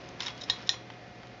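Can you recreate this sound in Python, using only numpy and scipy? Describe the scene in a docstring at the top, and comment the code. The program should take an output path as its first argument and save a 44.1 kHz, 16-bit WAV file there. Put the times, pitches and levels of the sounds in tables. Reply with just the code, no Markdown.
"""A squirrel at its food bowl

A squirrel rummages in a bowl inside a wire cage, in a small room. Each knock makes the bowl
clink with a few fading tones and the cage rattle. Claws scrape the bowl in tiny slips, and dry
food taps and rustles under the animal's nose. Behind it lie a low hiss and a faint electric hum."""
import sys
import numpy as np
from scipy import signal
from scipy.fft import rfft, irfft
from scipy.io import wavfile

SR = 44100
rng = np.random.default_rng(int(sys.argv[2]) if len(sys.argv) > 2 else 0)


def master(y):
    """Save y as 16-bit WAV."""
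    cut = np.clip(np.atleast_2d(y).T, -1, 1)
    pcm = np.round(cut * 32767)  # scale
    wavfile.write(sys.argv[1], SR, pcm.astype(np.int16))


N = 61739
TIME = np.arange(N) / SR

# the tone of the hiss: (frequency [Hz], level [dB])
HISS_TONE = [(15, -63), (25, -26), (65, -8), (90, -11), (109, -5), (146, -8.5), (172, -5), (456, -9),
             (502, -10.5), (539, -8.5), (701, -12), (911, -15.5), (2150, -18), (6260, -29), (7400, -35),
             (9620, -73.5), (16300, -120)]
# how loud the hiss is: (time [s], level [dB])
HISS_LOUDNESS = [(0, -48), (0.6, -47.5), (0.85, -50), (1.4, -50)]
# the tones of the electric hum: (frequency [Hz], level [dB])
HUM_TONES = [(119.8, -56.5), (539.5, -62.5), (720, -58), (779.5, -66), (1740, -67.5), (1920, -68),
             (2099.5, -66.5), (2159.5, -78), (2460, -67)]
# nearby surfaces throw the sound back: (delay [s], level [dB])
ECHOES = [(.0142, -22), (.0215, -22), (.0295, -24), (.0368, -27)]

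# how hard the food is stirred: (time [s], level [dB])
STIRRING = [(0, -58), (0.04, -55), (0.185, -64.5), (0.208, -38.5), (0.245, -46), (0.29, -40),
            (0.325, -53.5), (0.40, -53.5), (0.42, -54), (0.47, -58.5), (0.492, -44.5), (0.54, -47.5),
            (0.60, -52), (0.625, -51), (0.655, -55.5), (0.74, -46.5), (0.80, -63.5), (1.4, -67.5)]
# the tone of rustling food: (frequency [Hz], level [dB])
RUSTLE_TONE = [(300, -18.5), (700, -6.5), (1000, 6.5), (1600, 1.5), (2600, 3.5), (3800, 0.5), (4600, -1.5),
               (5400, -1), (7200, -13.5)]
# pieces of food tap: (time [s], level [dB], brightness [dB per octave])
TAPS = [(0.0894, -52.5, 26.5), (0.2058, -28, 4), (0.2088, -30.5, 0.5), (0.252, -38, -3),
        (0.282, -27.5, 1.5), (0.378, -49, 21.5), (0.6133, -45, 7), (0.7380, -42.5, -13),
        (0.7421, -35.5, -4.5), (0.9015, -35.5, -5), (0.9040, -39, -4.5), (0.9210, -47.5, -1),
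        (0.937, -46, -1), (1.2330, -40.5, -6), (1.271, -47, 12)]
# the tones of a tapped piece: (frequency [Hz], level [dB], time to fade by 60 dB [s])
FOOD_TONES = [(905, -14, 0.018), (1270, -11, 0.012), (1700, -11, 0.008), (2160, -5.5, 0.016),
              (3082, -5, 0.017), (3900, -9, 0.0045), (5040, -20, .008), (6320, -21.5, .008)]

# claws scrape along the bowl: (middle time [s], half length [s], level [dB])
SCRAPES = [(0.247, 0.013, -47), (0.264, .003, -39), (0.418, 0.0082, -41), (0.442, 0.0082, -43.5),
           (0.625, .008, -49.5), (0.6752, 0.0068, -40.5)]
# the tone of a scrape: (frequency [Hz], level [dB])
SCRAPE_TONE = [(2500, -20), (3800, 4.5), (4600, -14), (5300, 4.5), (6100, -5.5), (7200, -6.5), (8500, -39)]
# the tone of the rattling cage: (frequency [Hz], level [dB])
RATTLE_TONE = [(300, -42), (750, -7.5), (1400, -8.5), (2300, -12.5), (3600, 3), (4600, -15.5),
               (5700, -23.5), (6400, -11), (7400, -9)]
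# the snap at the instant of contact: (frequency [Hz], level [dB], time to its peak [s])
SNAP_TONES = [(3730, 0, 0.00056), (5850, -10, 0.00054), (2800, -11.5, 0.00045)]

# the bowl's own tones, in three matching lists: (frequency [Hz])
BOWL_HZ = [1832, 1878, 2610, 3080, 3335, 3358, 3640, 3788, 3935, 4067, 4105, 4170, 5184, 5380, 5697, 5765,
           6480, 6950]
# how strong each tone is before a knock's boosts: (level [dB])
BOWL_DB = [-11, -17, -18, -22, -11, -14, -22, -1, -18, -14, -17, -8, -8, -17, -19, -25, -28, -25]
# each tone's full ring, before a paw shortens it: (time to fade by 60 dB [s])
BOWL_RING_S = [.06, .06, .025, .032, .03, .42, .05, .043, .06, .28, .08, .03, .06, .045, .06, .22, .2, .2]
# five pitches, low to high, where a knock boosts or weakens the ring: (frequency [Hz])
BOOST_HZ = [1850, 3350, 3786, 4060, 5200]
# knocks on the bowl: (time [s], level [dB], five boosts [dB], snap [dB], share of full ring [0-1])
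KNOCKS = [(0.2045, -30, -15, -10.5, -18, -9, 0, 8, 0.57),
          (0.2208, -34.5, -14, -9.5, 3, -3.5, 8.5, -3.5, .6),
          (0.231, -39.5, -4.5, -6.5, -2.5, -6, 13, -4.5, 0.62),
          (0.2665, -31, 3.5, 3.5, 9, -7, 4, 5.5, 0.74), (0.2826, -54.5, 3, -6.5, -13.5, -7, -7, -6, .7),
          (0.418, -43.5, -1, -1, 10.5, -3, 0, -9, 0.65), (0.4352, -38, -1.5, -7, -3, -5, 7, -6, 0.76),
          (0.4987, -15.5, 0.5, -5.5, 4.5, 1, 0, -23, 0.64), (0.6921, -17.5, 2.5, -9, -1, -1, 5, 11.5, .8)]

SCATTER_DB = 1.2  # each tone's level varies by chance from blow to blow


def from_db(db):
    """Turn decibels into a number to multiply by."""
    return 10 ** (np.asarray(db) / 20)


def unit_level(x):
    """Scale a sound to an average level (rms) of one."""
    return x / np.sqrt(np.mean(x ** 2) + 1e-20)


def coloured(noise, tone):
    """Give a noise the tone in a table, at an average level of one."""
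    hz, db = np.transpose(tone)
    frequencies = np.maximum(np.fft.rfftfreq(N, 1 / SR), 1)
    gain = from_db(np.interp(np.log(frequencies), np.log(hz), db))
    return unit_level(irfft(rfft(noise) * gain, N))


def fading(start, fade_s):
    """A level that jumps to one at the start, then falls 60 dB in fade_s seconds."""
    age = TIME - start
    return (age >= 0) * np.exp(-np.minimum(np.log(1000) * np.maximum(age, 0) / fade_s, 40))


def struck(start, tones, boosts_db):
    """One blow sets off several fading tones, every second one flipped upside down."""
    out = np.zeros(N)
    for k, ((hz, db, fade_s), boost) in enumerate(zip(tones, boosts_db)):
        wave = np.sin(2 * np.pi * hz * (TIME - start))
        out += (-1) ** k * from_db(db + boost) * fading(start, fade_s) * wave
    return out


def burst(start, tone, fade_s):
    """A short puff of noise that fades away."""
    return fading(start, fade_s) * coloured(rng.standard_normal(N), tone)


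def hiss():
    """A low, nearly steady noise."""
    level = from_db(np.interp(TIME, *np.transpose(HISS_LOUDNESS)))
    return level * coloured(rng.standard_normal(N), HISS_TONE)


def hum(waver_db=0.5, waver_hz=1.7):
    """Electric hum: pure tones, each wavering a little in loudness."""
    out = np.zeros(N)
    keep_slow = signal.butter(2, waver_hz, fs=SR, output="sos")
    for hz, db in HUM_TONES:
        waver = unit_level(signal.sosfilt(keep_slow, rng.standard_normal(2 * N))[N:])
        wave = np.sqrt(2) * np.sin(2 * np.pi * (hz * TIME + rng.random()))
        out += from_db(db + waver_db * waver) * wave
    return out


def room(sound, tail_db=-18):
    """The room answers with a few clear echoes and a short, blurred tail."""
    tail = rng.standard_normal(N) * fading(start=0.004, fade_s=0.25)
    tail /= np.sqrt(np.sum(tail ** 2))
    blur = from_db(tail_db) * signal.fftconvolve(sound, tail)[:N]
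    echoes = sum(from_db(db) * np.interp(TIME - delay, TIME, sound, left=0) for delay, db in ECHOES)
    return blur + echoes


def food_rustle(touches_per_s=2500, spread_db=4):
    """Stirred pieces of food touch in many tiny clicks of uneven size."""
    sizes = from_db(spread_db * np.minimum(rng.exponential(1, N), 4))
    signs = rng.choice([-1, 1], N)
    clicks = sizes * signs * (rng.random(N) < touches_per_s / SR)
    level = from_db(np.interp(TIME, *np.transpose(STIRRING)))
    return level * coloured(clicks, RUSTLE_TONE)


def food_taps(pivot_hz=2500, crunch_db=-3):
    """Dry pieces knock together with a short ring and a crunch; brightness favours the high tones."""
    out = np.zeros(N)
    octaves = np.log2(np.array(FOOD_TONES)[:, 0] / pivot_hz)
    for start, db, brightness in TAPS:
        scatter = SCATTER_DB * rng.standard_normal(len(FOOD_TONES))
        ring = struck(start, FOOD_TONES, brightness * octaves + scatter)
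        crunch_tone = [(hz, level + brightness * np.log2(hz / pivot_hz)) for hz, level in RUSTLE_TONE]
        crunch = from_db(crunch_db) * burst(start, crunch_tone, fade_s=0.023)
        out += from_db(db) * (ring + crunch)
    return out


def claw_scrapes(slips_per_s=1400):
    """Claws slide in many tiny slips that swell and fade; the bowl gives them their tone."""
    slips = rng.standard_normal(N) * (rng.random(N) < slips_per_s / SR)
    pressure = sum(from_db(db) * np.exp(-np.minimum(((TIME - middle) / half) ** 2, 20))
                   for middle, half, db in SCRAPES)
    return pressure * coloured(slips, SCRAPE_TONE)


def cage_rattle(start, db=-5.5):
    """A knock shakes the wire cage for a moment."""
    return from_db(db) * burst(start, RATTLE_TONE, fade_s=0.034)


def contact_snap(start):
    """The first touch: a few waves that swell and die within a millisecond or two."""
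    age = np.clip(TIME - start, 0, 0.01)
    return sum(from_db(db) * (age / rise * np.exp(1 - age / rise)) ** 2 * np.sin(2 * np.pi * hz * age)
               for hz, db, rise in SNAP_TONES)


def bowl_clinks():
    """The knocked bowl rings: where the knock lands sets the tone, and a resting paw cuts it short."""
    out = np.zeros(N)
    for start, db, *boosts_db, snap_db, ring_share in KNOCKS:
        tones = zip(BOWL_HZ, BOWL_DB, ring_share * np.array(BOWL_RING_S))
        scatter = SCATTER_DB * rng.standard_normal(len(BOWL_HZ))
        ring = struck(start, tones, np.interp(BOWL_HZ, BOOST_HZ, boosts_db) + scatter)
        snap = from_db(snap_db) * contact_snap(start)
        out += from_db(db) * (ring + snap + cage_rattle(start))
    return out


def scene(bass_cut_hz=290):
    """Bowl and food, with their bass cut away, sound in the room over the hiss and hum."""
    rummaging = bowl_clinks() + claw_scrapes() + food_taps() + food_rustle()
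    bass_cut = signal.butter(2, bass_cut_hz, "high", fs=SR, output="sos")
    near = signal.sosfilt(bass_cut, rummaging)
    return (near + room(near) + hiss() + hum())[None]


def record(dry):
    """The treble is softened, then the very top is cut off steeply."""
    soften_hz, cut_hz = 6330, 7950
    softened = signal.sosfilt(signal.butter(6, soften_hz, fs=SR, output="sos"), dry, axis=-1)
    return signal.sosfiltfilt(signal.cheby2(10, 24, cut_hz, fs=SR, output="sos"), softened)


dry = scene()
out = record(dry)
master(out)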